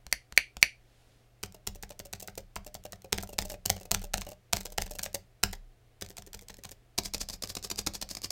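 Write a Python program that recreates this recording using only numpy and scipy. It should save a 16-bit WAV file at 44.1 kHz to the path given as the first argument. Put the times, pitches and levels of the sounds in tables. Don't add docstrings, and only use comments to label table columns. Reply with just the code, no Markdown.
import sys
import numpy as np
from scipy import signal
from scipy.fft import rfft, irfft
from scipy.io import wavfile
from scipy.ndimage import uniform_filter1d

SR = 44100
rng = np.random.default_rng(int(sys.argv[2]) if len(sys.argv) > 2 else 0)


def int16_out(signal):
    q = np.round(np.clip(np.atleast_2d(signal).T, -1, 1) * 32767)
    wavfile.write(sys.argv[1], SR, q.astype(np.int16))


N = 366471

# [t/s, click level/dB, brightness/dB, relative case knock level/dB, knock f/Hz]
KEY_STRIKES = [(1.4359, -24.5, -1.5, -42, 411), (1.6739, -21.5, 4, -42, 400), (1.8343, -33, -9, -46.5, 420),
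               (2.0006, -33.5, -4.5, -46, 413), (2.135, -27, -5.5, -44, 410),
               (2.2836, -33.5, -16, -49, 408), (2.5637, -27, -17, -38.5, 691), (2.7518, -34, 2, -43.5, 720),
               (2.9316, -36, -6, -45, 690), (3.129, -14, -2.5, -33, 433), (3.1841, -24.5, -8, -38.5, 360),
               (3.2347, -33.5, 17, -40, 716), (3.3882, -15.5, -0.5, -38, 420), (3.4236, -30, 0, -44, 407),
               (3.6601, -17, 9, -42, 388.5), (3.7014, -12, 7, -28.5, 770), (3.916, -13, 7.5, -31, 683),
               (3.9472, -16.5, -0.5, -38, 750), (4.1409, -17, 0, -32.5, 754), (4.1806, -28.5, -3, -46, 364),
               (4.218, -29, -8, -46.5, 714), (4.533, -12, 0.5, -29, 725), (4.569, -23.5, 0.5, -44, 365),
               (4.7831, -17.5, -8, -35, 714), (4.8212, -22.5, 2.5, -48, 371),
               (4.993, -25.5, -4.5, -49, 700), (5.0617, -28.5, -10.5, -47, 744),
               (5.4365, -10.5, -0.5, -27.5, 755), (6.0231, -27, -2, -42, 404),
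               (6.1834, -32.5, 5, -47.5, 720), (6.3469, -33.5, 6, -51, 446), (6.503, -38, -2, -49, 460),
               (6.652, -33.5, 2, -46.5, 762)]
# [t/s, click level/dB, relative brightness/dB, relative cap ring level/dB]
KEY_RETURNS = [(1.5481, -45.5, 10, -51), (1.759, -45, 15, -51.5), (1.9078, -38, 0, -46.5),
               (2.058, -41, 16, -51.5), (2.2033, -35.5, 14, -63), (2.2279, -34.5, 24, -46.5),
               (2.3795, -31, 10, -40.5), (2.6676, -37.5, 13, -47), (2.855, -37.5, 5, -43),
               (3.048, -47.5, 0, -47.5), (3.2943, -41.5, 23, -45), (3.3337, -40, 10, -44.5),
               (3.4546, -34, 20, -44.5), (3.5011, -31, 5.5, -48), (3.5202, -35.5, 16, -44.5),
               (3.543, -42.5, -6, -43), (3.767, -39, -2, -48), (3.8137, -44.5, 6, -48.5),
               (3.8566, -44, 7, -50), (4.0195, -41, 0, -53), (4.043, -35.5, 14, -45),
               (4.27, -42.5, -4, -45), (4.291, -39.5, 15, -46.5), (4.32, -42.5, 6, -47.5),
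               (4.6092, -33, 5, -52), (4.657, -29, 7, -43.5), (4.7243, -40, 12, -50.5),
               (4.866, -38, 0, -52), (4.9128, -32.5, 16, -43.5), (4.9549, -38, 13, -47.5),
               (5.0334, -22, 15.5, -49.5), (5.1472, -21, 10.5, -38.5), (5.532, -30, -2.5, -47.5),
               (6.1046, -41, 6, -54.5), (6.2745, -46, 5, -52.5), (6.424, -47.5, 19, -55.5),
               (6.59, -51, 3, -52), (6.717, -37, 11, -53.5)]
# [down t/s, click level/dB, relative knock level/dB, wire slack/ms,
#                     up t/s, click level/dB]
BAR_PRESSES = [(6.9859, -15, -30.5, 5.9, 7.058, -26), (7.1463, -20.5, -47, 8.7, 7.2139, -23.5),
               (7.299, -28, -55, 10.7, 7.338, -33), (7.4374, -23.5, -40, 13.2, 7.5016, -29.5),
               (7.5694, -26, -36, 16.6, 7.6475, -27.5), (7.7142, -22, -54, 11.9, 7.790, -20.5),
               (7.8719, -18, -30, 6.2, 7.9526, -28), (8.025, -24.5, -51, 9.5, 8.112, -29),
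               (8.1704, -28.5, -49, 19.5, 8.245, -24), (8.316, -18, -45, 10, 8.39, -29)]
# [t/s, level/dB, brightness/dB, palm hollow f/Hz, hollow level relative to the snap/dB]
FINGER_SNAPS = [(.1270, -13.5, 3.5, 2060, -2), (0.3768, -9, -0.5, 2290, 5), (0.6283, -6.5, -0.5, 2280, 2.5)]
# [f/Hz, level/dB]
CAP_COLOUR = [(100, -24), (400, -9.5), (800, 1.5), (1200, -7), (1800, -0.5), (2600, -2), (3300, -1.5),
              (4500, 0.5), (6500, 1.5), (8500, -2.5), (10500, -11.5), (13000, -7), (16000, -13)]

USUAL_CLICK_DB, USUAL_KNOCK_DB = -28, -43
WIDE_FROM_S = 5.9
WIDE_TRAVEL = 1.9


def amp(db):
    return 10 ** (np.asarray(db) / 20)


def read(points, hz):
    f, value = np.transpose(points)
    return np.interp(np.log(hz + 1), np.log(f), value)


def add(mix, s, sound):
    part = mix[max(round(s * SR), 0):][:len(sound)]
    part += sound[:len(part)]


def unit_energy(x):
    return x / np.sqrt(np.sum(x ** 2) * 1000 / SR + 1e-20)


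def coloured_noise(colour):
    hz = np.fft.rfftfreq(N, 1 / SR)
    return irfft(rfft(rng.standard_normal(N)) * amp(read(colour, hz)), N) * np.sqrt(SR / 2)


def by_force(db, usual, halves_db):
    return usual * 2 ** ((USUAL_CLICK_DB - db) / halves_db)


def ring(modes, size=13000):
    t = np.arange(size) / SR
    hz, db, t60 = np.transpose(modes)[:, :, None]
    detune, uneven = rng.standard_normal((2, len(modes), 1))
    decay = amp(db + 0.5 * uneven - 60 * t / t60)
    return (decay * np.sin(2 * np.pi * hz * (1 + 0.0046 * detune) * t)).sum(0)


def click(s, db, fade_ms, bright_db, colour, size=2048, grain_db=2.5, impact=1, spot_db=1.2):
    start = size // 4
    ms = (np.arange(size) - start) * 1000 / SR
    fade_ms = max(fade_ms, 0) + 0.23
    shape = np.exp(np.where(ms < 0, ms / (0.43 * fade_ms), -ms / fade_ms).clip(-60, 0))
    grain = amp(grain_db * rng.standard_normal(size))
    chatter = unit_energy(shape * rng.standard_normal(size) * grain)
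    chatter[start] += impact

    drive = rfft(chatter)
    drive = drive / np.sqrt(uniform_filter1d(abs(drive) ** 2, size=90) + 1e-12)
    hz = np.fft.rfftfreq(size, 1 / SR)
    tilt_db = bright_db * np.log(np.clip(hz, 1500, 12000) / 5000) / np.log(5)
    spot = np.interp(np.sqrt(hz / hz[-1]), np.linspace(0, 1, 24), rng.standard_normal(24))
    gain = amp(read(colour, hz) + tilt_db + spot_db * spot)
    phase = -signal.hilbert(np.log(np.r_[gain, gain[-2:0:-1]])).imag
    sound = irfft(drive * gain * np.exp(1j * phase[:len(hz)]))
    return s - start / SR, amp(db) * unit_energy(sound)


def knock(hz, db):
    # [multiple of the knock f, level/dB, t60/s]
    case_modes = [(.58, -26.5, 0.03), (1, -0.5, 0.025), (1.36, -8, 0.014), (1.85, -8, 0.017)]
    return amp(db) * ring([(k * hz, level, t60) for k, level, t60 in case_modes], size=5000)


def thud(db, swell_s=0.019):
    # [f/Hz, level/dB, t60/s]
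    desk_modes = [(32.1, -6, 0.8), (48.9, 11.5, 0.1), (77.6, 4.5, 0.15), (91.4, 1, 0.21),
                  (165.4, 10, 0.062), (181.4, -6, 0.29), (195.3, 1.5, 0.18), (270, -8, 0.047),
                  (405, -4, 0.1), (453.6, -0.5, 0.056), (561, -17, .09), (730.5, -5, 0.11)]
    sound = ring(desk_modes)
    return -amp(db) * sound * (1 - np.exp(-np.arange(len(sound)) / SR / swell_s))


def strikes(knock_db=7, rasp_db=-13, rasp_lead_s=0.0046):
    out = np.zeros(N)
    for s, db, bright_db, case_db, hz in KEY_STRIKES:
        add(out, *click(s - rasp_lead_s, db + rasp_db, 0.6, 1.2, CAP_COLOUR))
        contact_ms = by_force(db, usual=1, halves_db=12)
        add(out, *click(s, db, contact_ms, bright_db, CAP_COLOUR))
        add(out, s - .001, knock(hz, case_db + knock_db))
        thud_db = -43 + 0.48 * (db - USUAL_CLICK_DB) + 0.21 * (case_db - USUAL_KNOCK_DB)
        add(out, s, thud(thud_db))
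    return out


def returns(ring_db=5, cap_t60=0.068, thud_db=-6, tilt_db=-1, scatter=0.086):
    out = np.zeros(N)
    for s, db, bright_db, cap_db in KEY_RETURNS:
        add(out, *click(s, db, 1.04, bright_db + tilt_db, CAP_COLOUR))
        usual_hz = 433 if s > WIDE_FROM_S else 586
        hz = usual_hz * (1 + scatter * (2 * rng.random() - 1))
        low, high, edge = hz * np.array([.8, 1.28, 4.6]) * rng.uniform(0.905, 1.09, 3)
        modes = [(hz, -1.5, cap_t60), (low, -4, .04), (high, -4, .04), (edge, -9, .035)]
        add(out, s - .002, amp(cap_db + ring_db) * ring(modes, size=6000))
        add(out, s, thud(cap_db + thud_db))
    return out


def cap_bounces(db=-7, earliest_s=0.003, latest_s=0.013, fade_ms=1.15, tilt_db=-9):
    out = np.zeros(N)
    for s, click_db, bright_db, _ in KEY_RETURNS:
        bounce_s = s + rng.uniform(earliest_s, latest_s)
        add(out, *click(bounce_s, click_db + db, fade_ms, bright_db + tilt_db, CAP_COLOUR))
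    return out


def touches(uneven=0.19):
    out = np.zeros(N)
    narrow = (1, -32.5, 0.75, 17)
    wide = (WIDE_TRAVEL, -35, 0.98, 6.5)
    for s, db, *_ in KEY_STRIKES:
        slower, touch_db, fade_ms, bright_db = wide if s > WIDE_FROM_S else narrow
        lead_ms = slower * by_force(db, usual=6, halves_db=15.5)
        touch_db = touch_db + 0.18 * (db - USUAL_CLICK_DB)
        add(out, *click(s - lead_ms / 1000, touch_db, fade_ms, bright_db, CAP_COLOUR))
    for s, db, *_ in KEY_RETURNS:
        slower = WIDE_TRAVEL if s > WIDE_FROM_S else 1
        lead_ms = slower * 3.3 * (1 + uneven * (2 * rng.random() - 1))
        lift_db = -35.5 + 0.63 * (db - USUAL_CLICK_DB)
        add(out, *click(s - lead_ms / 1000, lift_db, 0.51, 30.5, CAP_COLOUR))
    return out


def hinges(db=-43, spread_db=6, fade_ms=0.5, bright_db=8, earliest_s=0.029, latest_s=0.0042):
    out = np.zeros(N)
    for s, *_ in KEY_RETURNS:
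        when, softer = rng.random(2)
        lead_s = latest_s + when * (earliest_s - latest_s)
        add(out, *click(s - lead_s, db - spread_db * softer, fade_ms, bright_db, CAP_COLOUR))
    return out


def wide_key_rattle(rub_lead_s=0.004, earliest_s=.032, latest_s=.046):
    out = np.zeros(N)
    for s, *_ in KEY_STRIKES:
        if s > WIDE_FROM_S:
            add(out, *click(s - rub_lead_s, -39, 4, -10, CAP_COLOUR))
            add(out, *click(s + rng.uniform(earliest_s, latest_s), -41, 0.92, 0, CAP_COLOUR))
    return out


def bar_stops():
    # (contact fade ms, brightness dB, wire dB at usual force, wire fade ms)
    lower, upper = (2.8, -5.5, -28.5, 1.6), (3.5, -1, -28.5, 13.5)
    downs = [(s, db, case_db, slack_ms, lower) for s, db, case_db, slack_ms, _, _ in BAR_PRESSES]
    ups = [(s, db, db - 20, 5.6, upper) for *_, s, db in BAR_PRESSES]
    return downs + ups


def space_bar(knock_db=2, knock_hz=480, wire_tilt_db=1, loose_from_s=0.015, loose_to_s=.035):
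    # [f/Hz, level/dB]
    bar_colour = [(100, -15), (400, 0), (1000, -6), (1500, -10), (2300, -5), (3100, -6.5), (4000, 0),
                  (4900, 7.5), (5700, 2.5), (6700, 3), (8500, -2.5), (11000, -8), (14000, -6.5),
                  (16000, -19)]
    out = np.zeros(N)
    for s, db, case_db, slack_ms, (fade_ms, bright_db, wire_db, wire_ms) in bar_stops():
        force_db = db - USUAL_CLICK_DB
        wire_s = s - slack_ms / 1000
        add(out, *click(wire_s, wire_db + 0.52 * force_db, wire_ms, wire_tilt_db, bar_colour))
        add(out, *click(s, db, fade_ms, bright_db, bar_colour))
        hz = knock_hz * (1 + 0.098 * rng.standard_normal())
        modes = [(0.565 * hz, -2, .035), (hz, -3, .02), (1.51 * hz, -1.5, .02), (2 * hz, -5, .015)]
        add(out, s - .001, amp(case_db + knock_db) * ring(modes, size=4000))
        add(out, s, thud(-46 + 0.5 * force_db))
    for *_, up_s, _ in BAR_PRESSES:
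        loose_s = up_s - rng.uniform(loose_from_s, loose_to_s)
        add(out, *click(loose_s, -36, 0.53, wire_tilt_db, bar_colour))
    return out


def loose_caps(db=-15, spread_s=0.024, loudest_db=-39, bright_db=-3, count=3):
    out = np.zeros(N)
    for s, blow_db, *_ in KEY_STRIKES + KEY_RETURNS + bar_stops():
        for delay, softer, length, bright in rng.random((count, 4)):
            tick_s = s + .004 + spread_s * delay ** 2
            tick_db = min(blow_db + db, loudest_db) - 8 * softer
            add(out, *click(tick_s, tick_db, 1 + 3 * length, bright_db + 8 * bright, CAP_COLOUR))
    return out


def snaps(push_db=-43, slide_db=-36):
    # [f/Hz, level/dB]
    skin_colour = [(100, -25.5), (350, -16.5), (650, -5.5), (1300, -7), (1950, 3), (2700, 2), (3500, -6),
                   (4450, 9), (5100, 1), (5900, 7.5), (7000, -5.5), (10500, -1.5), (12200, -6.5),
                   (14200, -5), (16000, -17)]
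    # [t/s, level/dB, fade before the minimum is added/ms,
    #                                           brightness/dB]
    grips = [(0.0667, -37, 0.54, -4), (.3243, -36.5, 0.6, -7.5), (0.5688, -33, .3, -6)]
    out = np.zeros(N)
    for s, db, bright_db, _, _ in FINGER_SNAPS:
        add(out, *click(s - .012, db + slide_db, 5.646, 11, CAP_COLOUR))
        add(out, *click(s, db, .3, bright_db, skin_colour, grain_db=1.5, impact=2, spot_db=.5))
        pushed_air = ring([(48, 1.5, 0.17), (85, -2.5, 0.066), (190, 0.5, .04)])
        add(out, s, amp(push_db) * pushed_air)
    for s, db, fade_ms, bright_db in grips:
        add(out, *click(s, db, fade_ms, bright_db, CAP_COLOUR))
        flesh_bump = ring([(60, 0, 0.1306), (170, -3.5, 0.045)])
        add(out, s, amp(db - 6.5) * flesh_bump)
    return out


def palm_hollows(fill_s=0.00041):
    out = np.zeros(N)
    for s, db, _, hz, ring_db in FINGER_SNAPS:
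        hollow = ring([(hz, 0, .007), (.87 * hz, -10, .005), (1.17 * hz, -15, .005)], size=3000)
        hollow *= 1 - np.exp(-np.arange(len(hollow)) / SR / fill_s)
        add(out, s - .0004, amp(db + ring_db) * unit_energy(hollow))
    return out


def hand_slide(from_s=0.76, to_s=1.32):
    # [f/Hz, level/dB per Hz]
    mat_colour = [(100, -112), (600, -103), (1200, -111), (3500, -108), (7000, -114), (10000, -117),
                  (16000, -128)]
    way = np.clip((np.arange(N) / SR - from_s) / (to_s - from_s), 0, 1)
    return coloured_noise(mat_colour) * np.sin(np.pi * way)


def room(x, t60, wet_db, early_db, early_s, size=16000):
    # [f/Hz, level/dB]
    echo_colour = [(100, -1), (500, 8.5), (1200, 0.5), (2600, -2.5), (3400, -1.5), (5000, -3.5), (8000, -7),
                   (11000, -7.5), (16000, 4)]
    hz, t, z = signal.stft(rng.standard_normal(size), SR, nperseg=256)
    z = z * amp(read(echo_colour, hz)[:, None] - 60 * t / read(t60, hz)[:, None])
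    tail = signal.istft(z, SR, nperseg=256)[1]
    t = np.arange(len(tail)) / SR
    early = 1 + amp(early_db) * np.exp(-t / early_s)
    onset = np.clip(t / 0.0018, 0, 1)
    tail = tail / np.linalg.norm(tail) * early * onset
    return amp(wet_db) * signal.oaconvolve(x, tail)[:N]


def keyboard_echoes(x, count=3, turn_hz=1.3):
    # [f/Hz, t60/s]
    desk_t60 = [(200, .18), (700, .17), (2200, .23), (5000, .22), (9000, .18), (15000, .13)]
    turn = 2 * np.pi * turn_hz * np.arange(N) / SR
    out = np.zeros(N)
    for k in range(count):
        share = np.cos(turn + np.pi * k / count) * np.sqrt(2 / count)
        out += room(x * share, desk_t60, wet_db=-12.5, early_db=4, early_s=.006)
    return out


def wall_echoes(crack, hollow):
    # [f/Hz, t60/s]
    far_t60 = [(200, 0.19), (1200, 0.085), (2300, 0.21), (4500, 0.2), (6500, 0.18), (9000, 0.22),
               (15000, 0.064)]
    walls = room(crack, far_t60, wet_db=-14.5, early_db=-5, early_s=.014)
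    return walls + room(hollow, far_t60, wet_db=-13, early_db=-4, early_s=0.0087)


def air(hum_hz=120, hum_db=-68):
    # [f/Hz, level/dB per Hz]
    air_colour = [(10, -90.5), (25, -80.5), (60, -86), (100, -91), (160, -99.5), (300, -99), (450, -99),
                  (580, -102), (720, -99), (900, -109), (2000, -109), (4000, -114), (8000, -119),
                  (16000, -123)]
    hum = amp(hum_db) * np.sqrt(2) * np.sin(2 * np.pi * hum_hz * np.arange(N) / SR)
    return coloured_noise(air_colour) + hum


def scene():
    keys = strikes() + returns() + cap_bounces() + touches() + hinges() + wide_key_rattle()
    keys += space_bar() + loose_caps()
    crack, hollow = snaps(), palm_hollows()
    hand = crack + hollow + hand_slide()
    echoes = keyboard_echoes(keys) + wall_echoes(crack, hollow)
    return (keys + hand + echoes + air())[None]


def record(dry):
    clipped = np.clip(dry, -1, 1)
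    low_pass = signal.firwin(255, 16200, window=("kaiser", 8), fs=SR)
    return signal.oaconvolve(clipped, low_pass[None], "same")


dry = scene()
out = record(dry)
int16_out(out)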